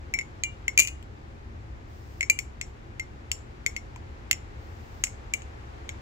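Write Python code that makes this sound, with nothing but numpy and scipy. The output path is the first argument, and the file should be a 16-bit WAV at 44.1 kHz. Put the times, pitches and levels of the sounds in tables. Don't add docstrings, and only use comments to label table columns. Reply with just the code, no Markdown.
import sys
import numpy as np
from scipy import signal
from scipy.fft import rfft, irfft
from scipy.io import wavfile

SR = 44100
rng = np.random.default_rng(int(sys.argv[2]) if len(sys.argv) > 2 else 0)


def put_to_file(sound):
    columns = np.atleast_2d(sound).T
    safe = np.clip(columns, -1, 1)
    whole_steps = np.round(safe * 32767)
    wavfile.write(sys.argv[1], SR, whole_steps.astype(np.int16))


N = 265305
T = np.arange(8192) / SR
HZ = np.fft.rfftfreq(len(T), 1 / SR)
ATTACK = round(0.005 * SR)


def amp(db):
    return 10 ** (np.asarray(db) / 20)


def evened(x):
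    return x / np.sqrt(np.mean(x ** 2) + 1e-20)


def read(points, hz):
    f, value = np.transpose(points)
    return np.interp(np.log(hz + 1), np.log(f + 1), value)


def add(mix, s, sound):
    part = mix[:, max(round(s * SR), 0):][:, :sound.shape[1]]
    part += sound[:, :part.shape[1]]


def panned(db):
    return evened(amp([[db / 2], [-db / 2]]))


# (f/Hz, correlation [-1..1])
EAR_LIKENESS = [(60, 0.93), (130, 0.91), (290, 0.62), (640, -0.4), (1410, -0.58), (3100, -0.029),
                (6820, 0.052), (15000, -0.47)]
# (f/Hz, left over right level/dB)
EAR_BALANCE = [(60, 1), (150, 3.5), (380, -1), (950, 0.5), (2380, 4.5), (5980, 1), (15000, -1)]


def wide_noise(spectrum):
    hz = np.fft.rfftfreq(N, 1 / SR)
    a, b = rfft(rng.standard_normal((2, N)))
    same = np.clip(read(EAR_LIKENESS, hz), -1, 1)
    tilt = amp(read(EAR_BALANCE, hz) / 2)
    left = a * tilt
    right = (same * a + np.sqrt(1 - same ** 2) * b) / tilt
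    return evened(irfft(np.array([left, right]) * amp(read(spectrum, hz)), N))


# (f/Hz, level/dB per Hz)
RUMBLE_SPECTRUM = [(12, -41.5), (20, -12), (44, -3.5), (70, 1), (124, -7), (177, -21), (225, -12.5),
                   (262, -19.5), (338, -14), (420, -23), (550, -51), (920, -120)]


def rumble():
    return amp(-42.6) * wide_noise(RUMBLE_SPECTRUM)


# (f/Hz, level/dB per Hz)
AIR_SPECTRUM = [(250, -30.5), (420, -4), (504, -7.5), (544, -3.5), (587, -9.5), (673, -7.5), (821, -6),
                (941, -8.5), (2020, -14), (3140, -22.5), (5590, -29), (7590, -32), (8190, -41.5),
                (15100, -46.5), (16000, -53)]
# (t/s, level/dB)
AIR_DRIFT = [(0.0, -56.5), (0.67, -56), (0.94, -57.5), (2.71, -57.5), (6.02, -53.5)]


def air():
    drift_db = np.interp(np.arange(N) / SR, *np.transpose(AIR_DRIFT))
    return amp(drift_db + 5) * wide_noise(AIR_SPECTRUM)


def chatter(rise, fall, linger_db, linger, channels=2):
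    decay = np.exp(-T / fall) + amp(linger_db) * np.exp(-T / linger)
    shape = (1 - np.exp(-(T / rise) ** 2)) * decay
    return shape * rng.standard_normal((channels, len(T)))


def coloured(x, gain_db):
    cepstrum = irfft(np.log(amp(gain_db)))
    cepstrum[1:len(T) // 2] *= 2
    cepstrum[len(T) // 2 + 1:] = 0
    y = irfft(rfft(x) * np.exp(rfft(cepstrum)))
    return level_attack(y)


def level_attack(y):
    return y / np.sqrt(np.mean(y[:, :ATTACK] ** 2, axis=1, keepdims=True))


def ring(hz, t60, turns, t=T, rise=0.0012):
    wave = np.sqrt(2) * np.sin(2 * np.pi * (hz * t + turns))
    return wave * np.exp(-np.log(1000) * t / t60) * (1 - np.exp(-t / rise))


def modes(table):
    total = 0
    for hz, db, t60 in table:
        strength = amp(db + 3 * rng.standard_normal((2, 1)))
        total = total + strength * ring(hz + rng.normal(0, 22), t60, rng.random((2, 1)))
    return total


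# (f/Hz, level/dB)
CLACK_COLOUR = [(3000, -29), (3800, -13), (4500, -6), (5100, -8.5), (5900, -7.5), (6500, -1), (7700, -1.5),
                (8300, -10.5), (9200, -19), (10500, -43)]
# (f/Hz, level/dB re clack, t60/s)
STEEL_MODES = [(6385, -22, .1), (6400, -27.5, 0.12), (6840, -26, .13), (7230, -26.5, .14),
               (7323, -24, 0.14), (7390, -27.5, .13), (8000, -26.5, 0.11)]


def clack(burst, centre_hz):
    focus_db = 7 * np.exp(-((HZ - centre_hz) / 420) ** 2)
    return coloured(burst, read(CLACK_COLOUR, HZ) + focus_db) + modes(STEEL_MODES)


# (f/Hz, level/dB)
TREBLE_COLOUR = [(8000, -18), (9200, -8.5), (9900, 0.5), (10400, -11.5), (11800, -9.5), (12450, -2.5),
                 (12830, 6), (13200, -3.5), (13650, 1), (14300, -11.5), (14850, -3), (15300, -12.5),
                 (16500, -20.5)]
# (f/Hz, level/dB re treble, t60/s)
GLINT_MODES = [(9830, -14, 0.055), (12760, -12.5, .06), (13650, -15, .06), (15000, -15, 0.055)]


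def treble(burst):
    low_cut_db = 30 * (HZ < TREBLE_COLOUR[0][0])
    return coloured(burst, read(TREBLE_COLOUR, HZ) - low_cut_db) + modes(GLINT_MODES)


# (f/Hz, level/dB)
BODY_COLOUR = [(400, -23.5), (900, -25), (1650, -20.5), (2100, 0), (2500, 7.5), (2950, 3), (3450, -6.5),
               (4100, -16.5), (5200, -35)]


def hollow_body():
    blow = chatter(rise=0.00029, fall=0.0005, linger_db=-22.5, linger=0.0027, channels=1)
    return coloured(blow, read(BODY_COLOUR, HZ))


def handle_rings(held_db, swinging_hz, swinging_db, t60):
    start = rng.random()
    held = amp(held_db + 1.3) * ring(2093, t60, start)
    return held + amp(swinging_db + 1.5) * ring(swinging_hz, t60, start)


def sing(hz, db, t60):
    t = np.arange(SR) / SR
    pair = ring(hz, t60, rng.random(), t) + amp(-7) * ring(hz - 28, t60, rng.random(), t)
    return amp(db - 0.5) * panned(3) * pair


BLADE_MODES = {"pin": [(5590, -11.5, .12), (4550, -8, .025)], "handle": [(2854, -21.5, .28),
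               (6520, -19.5, .07)], "catch": [(5480, -13.5, 0.13), (7220, -11, 0.12)]}


def blade(contact, clack_db, t60):
    looseness = (t60 / 0.05) ** 0.9
    return amp(clack_db) * looseness * sum(sing(*mode) for mode in BLADE_MODES[contact])


CONTACT_KINDS = {"pin": (7100, -4.5, -6.5), "handle": (6700, -8, -13.5), "catch": (7240, -5, -8)}
BODY_DB_PER_DB = -0.2465
HANDLE_SIDE_DB = 4
BEAM_DB, BEAM_DB_PER_DB, BEAM_FULL_DB = 2, 1.5, 2


def knock(direct, thrown, s, contact, clack_db, treble_db, side_db, hz, ring_db, t60):
    clack_hz, body_db, held_db = CONTACT_KINDS[contact]
    burst = chatter(rise=0.00099, fall=0.00087, linger_db=-23.5, linger=0.0047)
    burst = burst + 0.28 * burst[::-1]
    high = clack(burst, clack_hz) + amp(treble_db - 1) * treble(burst)
    high = amp(clack_db) * panned(side_db) * high
    body_db = body_db + BODY_DB_PER_DB * (clack_db + 30)
    body = amp(clack_db + body_db + 5) * panned(HANDLE_SIDE_DB) * hollow_body()
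    handles = panned(HANDLE_SIDE_DB) * handle_rings(ring_db + held_db, hz, ring_db, t60)
    steel = blade(contact, clack_db, t60)
    add(direct, s, high + body + handles)
    thrown_db = BEAM_DB + BEAM_DB_PER_DB * min(side_db - BEAM_FULL_DB, 0)
    add(thrown, s, amp(thrown_db) * high + amp(1) * body + amp(-1) * handles)
    add(direct, s, steel)
    add(thrown, s, steel)


# (f/Hz, t60/s)
PORCH_DECAY = [(500, 0.05), (2300, 0.22), (5000, 0.21), (7300, 0.23), (10000, 0.26), (15000, 0.13)]
# (t/s of delay, level/dB)
NEAR_SURFACES = [(.0031, -15.5), (.0052, -18.5), (.0068, -20.5), (0.0109, -24), (0.0136, -26)]
# (f/Hz, level/dB)
RETURN_COLOUR = [(1000, 1), (2300, -2.5), (3600, -6.5), (5600, 0), (7300, 1), (9500, -1.5), (11300, -6),
                 (13300, 0.5), (15500, -3)]


def porch(x):
    size = SR // 2
    sparse = rng.random((2, size)) < 5000 / SR
    taps = rng.choice([-1., 1.], (2, size)) * sparse
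    hz, t, z = signal.stft(taps, SR, nperseg=256)
    decay = np.exp(-np.log(1000) * t / read(PORCH_DECAY, hz)[:, None])
    tail = signal.istft(z * decay, SR, nperseg=256)[1]
    tail *= 1 - np.exp(-(np.arange(tail.shape[1]) / SR / 0.0057) ** 2)
    colour = amp(-16 + read(RETURN_COLOUR, np.fft.rfftfreq(tail.shape[1], 1 / SR)))
    tail = irfft(rfft(tail / np.linalg.norm(tail[0])) * colour)
    for delay, db in NEAR_SURFACES:
        for side in tail:
            side[round(delay * rng.uniform(0.92, 1.08) * SR)] += amp(db - 1)
    return signal.fftconvolve(x, tail, axes=1)[:, :N]


# (t/s, f/Hz, level/dB, t60/s)
FINGER_LANDINGS = [(0.7885, 680, -35, 0.015), (0.794, 1180, -33, .02), (3.961, 968, -39, 0.025)]


def finger_taps(direct, thrown):
    for s, *mode in FINGER_LANDINGS:
        tap = sing(*mode)
        add(direct, s, tap)
        add(thrown, s, tap)


RATTLE_START_S, RATTLE_GAP_GROWTH_S, RATTLE_T60_S = 0.8018, 0.0031, 0.045
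RATTLE_DB, RATTLE_RING_DB, RATTLE_FADE_DB = -24, -20.5, -2.0
RATTLE_HZ, RATTLE_RISE_HZ = 2370, 20.98


def rattle():
    bounces = []
    for k in range(6):
        s = RATTLE_START_S + RATTLE_GAP_GROWTH_S * k * (k + 1) / 2
        fade_db = RATTLE_FADE_DB * k
        hz = RATTLE_HZ + RATTLE_RISE_HZ * k
        bounces.append((s, "handle", RATTLE_DB + fade_db, -14, 6, hz, RATTLE_RING_DB + fade_db, RATTLE_T60_S))
    return bounces


# (t/s, contact, clack level/dB over the first 5 ms before its added modes, treble level/dB re clack before a 1 dB cut,
#  left over right level/dB, swinging handle f/Hz, its level/dB before a 1.5 dB lift, t60/s that the grip allows)
KNOCK_CUES = [(0.1383, "pin", -30.5, -14.5, 8, 2275, -21, 0.09),
              (0.188, "pin", -32, -21, 14, 2203, -20, 0.053),
              (0.2105, "pin", -44, -20, 16, 2193, -28.5, 0.048),
              (0.4355, "handle", -23.5, -21.5, -2, 2350, -26.5, .14),
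              (0.6801, "pin", -30, -15, 0, 2164, -15, .039),
              (0.7758, "handle", -17.5, -11.5, -4.5, 2357, -11.5, 0.052),
              (0.7878, "handle", -19, -12, 17, 2386, -14.5, 0.037),
              (0.7933, "handle", -15.5, -7.5, 24, 2362, -9, 0.031),
              (0.799, "handle", -14.5, -10.5, 2, 2590, -29, .035),
              (0.8726, "handle", -30, -13, 6, 2487, -36, 0.13),
              (0.883, "handle", -37, -22, 8, 2499, -34, 0.092),
              (1.026, "catch", -57.5, -9, 5.5, 2310, -66, .027),
              (2.2081, "pin", -30, -20, 14, 2185, -18.5, 0.046),
              (2.2289, "pin", -33.5, -23, 8, 2230, -20, 0.043),
              (2.2982, "handle", -18, -12.5, 0, 2354, -9, 0.048),
              (2.3885, "pin", -28.5, -11.5, 6, 2235, -21, 0.029),
              (2.6124, "pin", -31, -22, 5.5, 2157, -28.5, .043),
              (2.9961, "pin", -38.5, -13.5, 9, 2110, -29, 0.086),
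              (3.3153, "catch", -23.5, -16.5, 4.5, 2370, -46, 0.037),
              (3.6624, "pin", -27, -13.5, 12, 2178, -17.5, 0.046),
              (3.7639, "pin", -36.5, -15, 5, 2172, -26, 0.057),
              (3.96, "catch", -52, -17, 4, 2130, -62, 0.022),
              (4.3113, "catch", -17, -11.5, -5, 2115, -17, 0.017),
              (4.3286, "catch", -28.5, -17, -1, 2100, -27, 0.019),
              (5.0377, "catch", -19, -17.5, 3.5, 2380, -22.5, 0.017),
              (5.0692, "catch", -45.5, -11, -9, 2160, -40, 0.064),
              (5.3365, "handle", -25.5, -13.5, 1.5, 2300, -18, 0.044),
              (5.4192, "handle", -48.5, -28, 5, 2350, -54, .025),
              (5.891, "pin", -37, -22.5, 1, 2204, -29.5, 0.031)]
PORT_DELAY_S = 0.00013


def knife():
    direct, thrown = np.zeros((2, 2, N))
    for cue in KNOCK_CUES + rattle():
        knock(direct, thrown, *cue)
    finger_taps(direct, thrown)
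    direct[0] = np.roll(direct[0], round(PORT_DELAY_S * SR))
    return direct, thrown


# (start t/s, length t/s, level/dB at the end)
HISS_SWELLS = [(1.85, 0.39, -64), (2.63, 0.054, -70.5), (4.55, 0.52, -64.5)]
# (f/Hz, level/dB per Hz)
HISS_SPECTRUM = [(2000, -26.5), (4800, 6), (7500, -0.5), (9000, -7.5), (11800, -15), (13200, 0), (15400, 3),
                 (16200, -14)]


def hiss_swells():
    attack_s, release_s, growth_db_per_s = 0.064, 0.03, 10
    gain = np.zeros(N)
    for start, length, db in HISS_SWELLS:
        t = np.arange(N) / SR - start
        gate = np.clip(t / attack_s, 0, 1) * np.clip(1 - (t - length) / release_s, 0, 1)
        gain += gate * amp(db + growth_db_per_s * np.minimum(t - length, 0))
    return gain * wide_noise(HISS_SPECTRUM)


def scene():
    direct, thrown = knife()
    return direct + porch(thrown) + rumble() + air() + hiss_swells()


def record(dry):
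    low_pass = signal.firwin(511, 16300, window=("kaiser", 9), fs=SR)
    return signal.oaconvolve(np.clip(dry, -1, 1), low_pass[None], "same")


dry = scene()
out = record(dry)
put_to_file(out)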